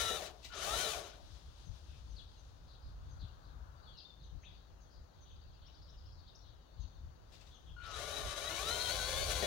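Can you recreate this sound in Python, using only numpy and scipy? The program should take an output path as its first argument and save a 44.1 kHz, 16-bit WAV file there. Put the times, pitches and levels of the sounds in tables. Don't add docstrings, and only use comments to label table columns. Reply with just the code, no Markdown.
import sys
import numpy as np
from scipy import signal
from scipy.fft import rfft, irfft, next_fast_len
from scipy.io import wavfile
from scipy.ndimage import uniform_filter1d

SR = 44100
rng = np.random.default_rng(int(sys.argv[2]) if len(sys.argv) > 2 else 0)


def digitize_waveform(pressure):
    field = np.atleast_2d(pressure).T
    bounded = np.clip(field, -1, 1)
    quanta = np.round(bounded * 32767).astype(np.int16)
    wavfile.write(sys.argv[1], SR, quanta)


N = 417186
T = np.arange(N) / SR
HZ = np.fft.rfftfreq(N, 1 / SR)

# (frequency [Hz], level [dB])
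AIR_COLOUR = [(88, -31.5), (150, -3), (231, -9), (457, -12), (514, -10), (1140, -15.5), (1560, -19),
              (2220, -29), (2810, -26.5), (3700, -33), (6640, -27.5), (7470, -42), (14000, -41.5),
              (15100, -40), (16000, -28)]
# (time [s], relative level [dB])
WASH_LEVEL = [(1.4, -78), (2.3, -80), (3, -69), (3.7, -66), (3.9, -64.5), (4.1, -90), (5.5, -79),
              (6.5, -84), (7.2, -100)]
# (frequency [Hz], level [dB])
WASH_COLOUR = [(150, -21), (400, -5), (800, 1), (1500, 1.5), (2000, -21), (4000, -33)]
# (time [s], level [dB])
HIGH_HISS_LEVEL = [(.35, -70), (.95, -65), (2, -68.5), (2.5, -74.5), (3, -79), (7.2, -101), (7.35, -65),
                   (7.6, -77.5)]
# (frequency [Hz], level [dB])
HIGH_HISS_COLOUR = [(800, 5.5), (2200, -3.5), (3700, 9), (6500, 0), (7500, -8), (11000, -12.5),
                    (14000, -24)]
# (middle [s], width [s], level [dB], left minus right [dB])
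GUSTS = [(.05, 0.18, -50.5, -1), (0.77, 0.14, -52.5, 4), (1.32, 0.071, -55.5, 11), (1.696, .07, -49, 18.5),
         (2.102, 0.42, -54.5, 3.5), (2.88, 0.053, -45, -6), (3.065, 0.45, -51, 0), (3.24, 0.034, -41, 4),
         (3.584, 0.38, -55, 6.5), (4.358, 0.043, -48.5, 15), (6.82, 0.087, -50, 13.5),
         (7.04, 0.11, -49.5, 3.5), (7.708, 0.071, -52, 12), (7.986, 0.28, -55.5, 13),
         (8.262, 0.12, -47, -9), (9.08, 0.81, -48, -1.5), (9.295, .22, -44, 2)]
# (frequency [Hz], level [dB])
BREEZE_COLOUR = [(10, -69), (25, -7), (38, -4), (50, 3.5), (78, -1), (120, -11.5), (155, -14.5), (200, -31),
                 (300, -29), (600, -74.5)]

# (middle [s], width [s], level [dB])
FLOCK_BOUTS = [(2.335, 0.12, -77.5), (3.25, 0.34, -80.5), (3.933, 0.21, -67.5), (4.527, 0.23, -78),
               (5.937, 1.5, -78.5), (6.86, 0.18, -79.5)]
# (time [s], length [s], start pitch [Hz], end pitch [Hz], level [dB], roughness [0-1])
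CHIRPS = [(2.154, 0.067, 4970, 2860, -57, .4), (3.183, 0.088, 4370, 3420, -63, 0.75),
          (3.865, 0.041, 3600, 3210, -64, 0.22), (3.967, .055, 5090, 3840, -55.5, 0.84),
          (4.047, .02, 3545, 3680, -55, 0.01), (4.099, 0.019, 3645, 3430, -60, .05),
          (4.427, .038, 2006, 3120, -62, 0.52), (4.446, 0.0495, 3670, 3240, -60, 0.29),
          (6.265, 0.051, 4070, 3500, -66, .53), (7.494, 0.096, 3700, 3270, -66, 0.53),
          (7.652, 0.085, 3570, 3090, -65.5, 0.44)]
# (time [s], level [dB])
PIPS = [(1.645, -70), (2.09, -74), (2.37, -72.5), (3.09, -72), (4.227, -75), (4.41, -72), (4.797, -74),
        (5.201, -71.5), (5.288, -77), (6.794, -69.5), (7.535, -72.5)]
# (time [s], start pitch [Hz], level [dB])
HOARSE_CALLS = [(1.861, 3330, -72), (2.66, 4490, -67), (2.8, 4930, -72), (3.41, 4480, -72.5),
                (4.177, 4410, -68), (4.884, 5010, -72.5), (5.227, 3890, -69), (5.6, 3690, -69.5),
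                (6.399, 4330, -71), (6.75, 4280, -73)]

# (time [s], length [s], level [dB])
SCUFFS = [(.213, .02, -49.5), (.245, .03, -50), (.415, .065, -51.5), (.925, .02, -48), (7.3, .06, -62),
          (7.39, .05, -66), (7.45, .05, -66), (8.088, .012, -49), (9.418, .025, -45)]
# (frequency [Hz], level [dB])
GRIT_COLOUR = [(200, 3.5), (600, 7), (1500, -2), (2400, 10.5), (4000, 12), (7000, 4.5), (10000, -10),
               (15000, -9)]
# (time [s], level [dB])
KNOCKS = [(.105, -53), (0.221, -61), (8.265, -69), (8.379, -66), (9.425, -47)]
# (pitch [Hz], relative level [dB], time to fade by 60 dB [s])
KNOCK_TONES = [(373, -6, 0.15), (408, 9, 0.1), (510, 9, 0.22), (580, 23, 0.02), (673, 8, 0.16),
               (1840, 14, .04)]
# (time [s], speed [turns/s])
SHAFT_SPEED = [
    [(0, 75.3), (.16, 75), (.25, 48), (.32, 9)],
    [(.49, 2), (.54, 20), (.6, 35), (.67, 67), (.82, 83), (.92, 68), (1.03, 33), (1.21, 3)],
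    [(7.75, 3), (7.9, 21), (7.99, 39), (8.16, 49), (8.34, 38), (8.6, 61), (8.71, 79), (8.89, 82),
     (8.95, 88), (9.01, 83), (9.22, 92.5), (9.3, 86), (9.46, 87)],
]
# (throttle on [s], throttle off [s], gears [dB],
# body rattle [dB], whistle [dB], whine relative to gears [dB], motor can relative to gears [dB])
DRIVES = [(-.05, 0.092, -40, -43.5, -60, -6, -8), (0.5, .92, -40, -41, -56.5, -10, -13),
          (7.764, 9.6, -42.5, -42.5, -51.5, -7, -5.5)]
WHINE_MULTIPLES = [6, 12, 18, 24, 26, 39, 48, 52, 65, 78]
WHINE_LEVELS = [-1, -7, -2, -10, -7, 0, -7, -.5, -7, -3.5]
# (frequency [Hz], gain [dB])
HOUSING_GAIN = [(250, -18), (440, -2), (550, 1), (720, -5), (950, -7), (1130, 2), (1370, 3), (1480, -3),
                (1550, -12), (1650, -14), (1800, -2), (2000, -9), (2280, -1), (2600, -7), (3000, -1),
                (3300, -2), (3600, 1), (3900, -1), (4270, 5), (4600, -4), (4900, -12), (6200, -5),
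                (8000, -12)]
# (frequency [Hz], level [dB])
GEARBOX_COLOUR = [(250, -25), (700, -11.5), (1100, -1.5), (1600, -0.5), (2000, -2), (3300, 4.5),
                  (4400, 1.5), (5200, 2.5), (6500, 3), (8200, -4.5), (10200, -1.5), (12000, -10.5),
                  (16000, -13)]
# (pitch [Hz], width [Hz], boost [dB])
GEARBOX_RINGS = [(1133, 29, 14.4), (1457, 110, 9.6), (1748, 12.5, 16.6), (2360, 16, 11.3), (3036, 19, 11.8),
                 (4540, 84, 1.4), (6180, 150, 5.3)]
# (frequency [Hz], level [dB])
CAN_COLOUR = [(3000, -24), (3500, 11), (3720, 9), (3900, 28), (4060, -3), (4350, -11), (5000, -67)]
# (frequency [Hz], level [dB])
BODY_COLOUR = [(60, -28), (170, -12), (260, -16), (350, -7.5), (440, 1), (500, -13.5), (570, 2.5),
               (720, -0.5), (860, -10), (1200, -15.5), (3000, -28.5)]

# (frequency [Hz], drop [dB])
RIGHT_SHADE = [(60, 2.5), (200, 3), (380, 5.5), (700, 8), (1300, 11), (4400, 11.3), (8000, 12.3),
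               (15000, 15)]
# (frequency [Hz], likeness [0-1])
LIKENESS = [(60, 0.57), (130, 1), (290, 0.71), (640, 0.57), (1400, 0.14), (3100, 0.32), (7000, 0.055)]

CRUISE_SPEED = 80
RASP_DB_PER_DOUBLING, WHINE_DB_PER_DOUBLING, RATTLE_DB_PER_DOUBLING = 7, 3, 6


def amp(db):
    return 10 ** (np.asarray(db) / 20)


def unit(x):
    return x / np.sqrt(np.mean(x ** 2) + 1e-20)


def curve(rows):
    return np.interp(T, *np.transpose(rows))


def shape(points):
    hz, value = np.transpose(points)
    return np.interp(np.log(HZ + 1), np.log(hz + 1), value)


def colour(x, db):
    return unit(irfft(rfft(x) * amp(db), N))


def wander(hz, size=N, stride=16):
    steps = next_fast_len(size // stride + 2)
    f = np.fft.rfftfreq(steps, stride / SR)
    slow = unit(irfft(rfft(rng.standard_normal(steps)) / (1 + (f / hz) ** 4), steps))
    return np.interp(np.arange(size), np.arange(steps) * stride, slow)


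def swell(middle, width):
    return np.exp(-np.minimum((2 * (T - middle) / width) ** 2 / 2, 50))


def add(mix, s, sound):
    part = mix[max(round(s * SR), 0):][:len(sound)]
    part += sound[:len(part)]


def pair(x):
    a, b = rfft(x)
    same = shape(LIKENESS)
    return irfft(np.array([a, same * a + np.sqrt(1 - same ** 2) * b]), N)


def yard(x, fade_s, echo_db):
    t = np.arange(SR // 2) / SR
    echoes = rng.standard_normal((2, len(t))) * (rng.random((2, len(t))) < 3000 / SR)
    echoes *= amp(-60 * t / fade_s)
    echoes *= amp(echo_db) / np.linalg.norm(echoes, axis=1, keepdims=True)
    echoes[:, 0] += 1
    return signal.fftconvolve(x[None], echoes, axes=1)[:, :N] / np.sqrt(1 + amp(echo_db) ** 2)


def air(hiss_db=-68, wash_db=-3, left_lead_s=.00039, direct_share=.54):
    hiss = amp(hiss_db + .5 * wander(.59)) * colour(rng.standard_normal((2, N)), shape(AIR_COLOUR))
    left, scatter = rng.standard_normal((2, N))
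    delayed = np.roll(left, round(left_lead_s * SR))
    right = direct_share * delayed + np.sqrt(1 - direct_share ** 2) * scatter
    wash = amp(curve(WASH_LEVEL) + wash_db) * colour(np.array([left, right]), shape(WASH_COLOUR))
    high_hiss_gain = amp(curve(HIGH_HISS_LEVEL) + wander(9.7))
    return hiss + wash + high_hiss_gain * colour(rng.standard_normal((2, N)), shape(HIGH_HISS_COLOUR))


def breeze(calm_db=-58.5, waver_db=3):
    power = amp(calm_db + waver_db * wander(6.4)) ** 2
    for s, width, db, lean_db in GUSTS:
        sides = amp([[db + lean_db / 2], [db - lean_db / 2]])
        power = power + (sides * swell(s, width)) ** 2
    return np.sqrt(power) * colour(pair(rng.standard_normal((2, N))), shape(BREEZE_COLOUR))


def flock(count=1100, from_s=1.8, to_s=7.3, base_db=-83):
    twitter = np.zeros(N)
    glide = np.linspace(1, .82, SR // 30)
    for when, a, b in rng.random((count, 3)):
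        hz = (2900 + 1400 * (a + b)) * glide
        chirp = np.hanning(len(hz)) * np.sin(2 * np.pi * np.cumsum(hz) / SR)
        add(twitter, from_s + when * (to_s - from_s), chirp)
    level = amp(base_db) + sum(amp(db) * swell(s, width) ** 2 for s, width, db in FLOCK_BOUTS)
    return yard(level * unit(twitter), fade_s=.25, echo_db=12)


def bird_note(length_s, start_hz, end_hz, db, rough, wobble_hz=550):
    n = int(length_s * SR)
    hz = np.linspace(start_hz, end_hz, n) + rough * wobble_hz * wander(407, size=16384)[:n]
    return amp(db) * signal.windows.tukey(n, .6) * unit(np.sin(2 * np.pi * np.cumsum(hz) / SR))


def birds(run_notes=10, run_from_s=5.66, run_to_s=6.345, run_db=-67, accent_db=4.5):
    song = np.zeros(N)
    for s, *chirp in CHIRPS:
        add(song, s, bird_note(*chirp))
    for s, db in PIPS:
        add(song, s, bird_note(length_s=.05, start_hz=6720, end_hz=5770, db=db, rough=.22))
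    for s, hz, db in HOARSE_CALLS:
        add(song, s, bird_note(length_s=.125, start_hz=hz, end_hz=.81 * hz, db=db, rough=.68))
    for k, s in enumerate(np.linspace(run_from_s, run_to_s, run_notes)):
        pitch, late_s = 1 + .08 * rng.standard_normal(), rng.uniform(-.0081, .012)
        db = run_db + accent_db * (k == run_notes - 1)
        add(song, s + late_s, bird_note(.028, pitch * 4550, pitch * 5480, db, rough=.625))
    return yard(song, fade_s=.43, echo_db=1.5)


def grit_and_bumps(grains_per_s=1400):
    pressure, knocks = np.zeros(N), np.zeros(N)
    for s, length, db in SCUFFS:
        add(pressure, s, amp(db) * signal.windows.hann(int(length * SR)))
    grains = rng.standard_normal(N) * (rng.random(N) < grains_per_s / SR)
    t = np.arange(SR // 5) / SR
    ring = unit(sum(amp(db - 60 * t / fade) * np.sin(2 * np.pi * hz * t) for hz, db, fade in KNOCK_TONES))
    for s, db in KNOCKS:
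        add(knocks, s, amp(db) * ring)
    return yard(pressure * colour(grains, shape(GRIT_COLOUR)) + knocks, fade_s=.24, echo_db=5.5)


def throttle(grip_s=.0042, release_s=.098):
    on, off, *levels = np.transpose(DRIVES)
    drive = np.maximum(np.searchsorted(on, T, side="right") - 1, 0)
    pull = np.clip((T - on[drive]) / grip_s, 0, 1) * np.clip(1 - (T - off[drive]) / release_s, 0, 1)
    return pull, [db[drive] for db in levels]


def strain(speed, lag_s=.067, full_effort=100):
    keep = np.exp(-1 / (lag_s * SR))
    gaining = np.maximum(np.gradient(speed) * SR, 0)
    smoothed = signal.lfilter([1 - keep], [1, -keep], gaining)
    return np.clip(smoothed / full_effort, 0, 1)


def tooth_clicks(turns, slide, clicks_per_turn=18, spread_db=3):
    strike = np.diff(np.floor(clicks_per_turn * turns), prepend=0) > 0
    force = strike * amp(spread_db * np.clip(rng.standard_normal(N), -2, 2))
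    force /= np.sqrt(abs(uniform_filter1d(force ** 2, size=3000)) + 1e-4)
    return force * rng.choice([-1, 1], (2, N)) + slide * rng.standard_normal((2, N))


def tooth_buzz(turns, count=330):
    harmonics = rng.standard_normal((2, count)) * np.exp(2j * np.pi * rng.random((2, count)))
    faces = irfft(harmonics, 4096)
    angle = np.linspace(0, 1, faces.shape[1])
    a, b = (np.interp(turns % 1, angle, face) for face in faces)
    roll = 1.5 * wander(7)
    return unit(np.array([a * np.cos(roll) + b * np.sin(roll), b * np.cos(roll) - a * np.sin(roll)]))


def body_rattle(turns, speed, base_db, boost_db=3, start_speed=18, settle_db_per_s=147):
    moving = 1 / (1 + (start_speed / speed) ** 10)
    db = base_db + boost_db + RATTLE_DB_PER_DOUBLING * np.log2(speed / CRUISE_SPEED)
    db += 20 * np.log10(moving)
    db = np.maximum.accumulate(db + settle_db_per_s * T) - settle_db_per_s * T
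    rattle = colour(pair(tooth_clicks(turns, slide=.69) + tooth_buzz(turns)), shape(BODY_COLOUR))
    return amp(db + 1.5 * wander(26)) * rattle


def can_ring(teeth, speed, ring_hz=3900, reach_hz=170, idle_db=-11, multiples=(52, 78, 130)):
    match = sum(1 / (1 + ((k * speed - ring_hz) / reach_hz) ** 2) for k in multiples)
    return (amp(idle_db) + match) * colour(teeth, shape(CAN_COLOUR))


def controller_whistle(turns, speed, switch_hz=1436, full_speed_db=-12, flutter_db=.5):
    chop = 2 * np.pi * switch_hz * T
    contacts = 2 * np.pi * WHINE_MULTIPLES[0] * turns
    sides = .9 * np.cos(chop - contacts) + .17 * np.cos(chop + contacts)
    sides *= np.clip(speed / 20, 0, 1) * np.clip((70 - speed) / 16, 0, 1)
    centre = amp(-.13 * speed) * np.cos(chop)
    overtones = (amp(-14) * np.cos(2 * chop) + amp(-21) * np.cos(3 * chop)) * (1 + .5 * np.cos(contacts))
    wide_open = np.clip((speed - 68) / 18, 0, 1)
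    return amp(full_speed_db * wide_open + flutter_db * wander(12)) * (centre + sides + overtones)


def gear_whine(turns, speed, throb_depth=.19):
    angle = turns + .0032 * wander(100)
    tones = sum(amp(db + 4 * wander(22)) * np.cos(2 * np.pi * (k * angle + rng.random()))
                for k, db in zip(WHINE_MULTIPLES, WHINE_LEVELS))
    tones *= 1 + throb_depth * np.cos(2 * np.pi * turns)
    tones *= amp(WHINE_DB_PER_DOUBLING * np.log2(speed / CRUISE_SPEED))
    return irfft(rfft(tones) * amp(shape(HOUSING_GAIN)), N)


def gear_rasp(teeth, speed, trim_db=-3):
    rings_db = sum(db / (1 + (2 * (HZ - hz) / width) ** 2) for hz, width, db in GEARBOX_RINGS)
    box_db = shape(GEARBOX_COLOUR) + rings_db
    bright, dull = colour(teeth, box_db), colour(teeth, box_db - HZ / 1200)
    hardness = np.clip(speed / 70, 0, 1) ** 2
    return amp(trim_db + 1.3 * wander(22)) * (hardness * bright + (1 - hardness) * dull)


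def truck(coast_db=-8.5, strain_db=3):
    steady_speed = curve(np.vstack(SHAFT_SPEED))
    speed = steady_speed * (1 + .012 * wander(24))
    turns = np.cumsum(speed) / SR
    pull, (gear_db, body_db, whistle_db, whine_db, can_db) = throttle()
    rolling = np.clip(speed / 12 - .25, 0, 1)
    speed_db = RASP_DB_PER_DOUBLING * np.log2(speed / CRUISE_SPEED)
    gear_gain = rolling * amp(gear_db + speed_db + coast_db * (1 - pull))
    teeth = pair(tooth_clicks(turns, slide=.5) + 1.5 * tooth_buzz(turns))
    gears = gear_gain * (gear_rasp(teeth, speed) + amp(can_db) * can_ring(teeth, speed))
    rattle = body_rattle(turns, speed, body_db)
    whistle = pull * amp(whistle_db) * controller_whistle(turns, speed)
    whine = gear_gain * amp(whine_db + strain_db * strain(steady_speed)) * gear_whine(turns, speed)
    return gears + rattle + yard(whistle + whine, fade_s=.14, echo_db=-5)


def scene():
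    return truck() + grit_and_bumps() + birds() + flock() + air() + breeze()


def record(dry, top_hz=15850):
    shade = amp(-shape(RIGHT_SHADE))
    left = 2 / np.sqrt(1 + shade ** 2 + 2 * shape(LIKENESS) * shade)
    heard = irfft(rfft(dry) * np.array([left, left * shade]), N)
    treble_cut = signal.firwin(511, top_hz, window=("kaiser", 9), fs=SR)
    return signal.oaconvolve(heard, treble_cut[None], "same")


dry = scene()
out = record(dry)
digitize_waveform(out)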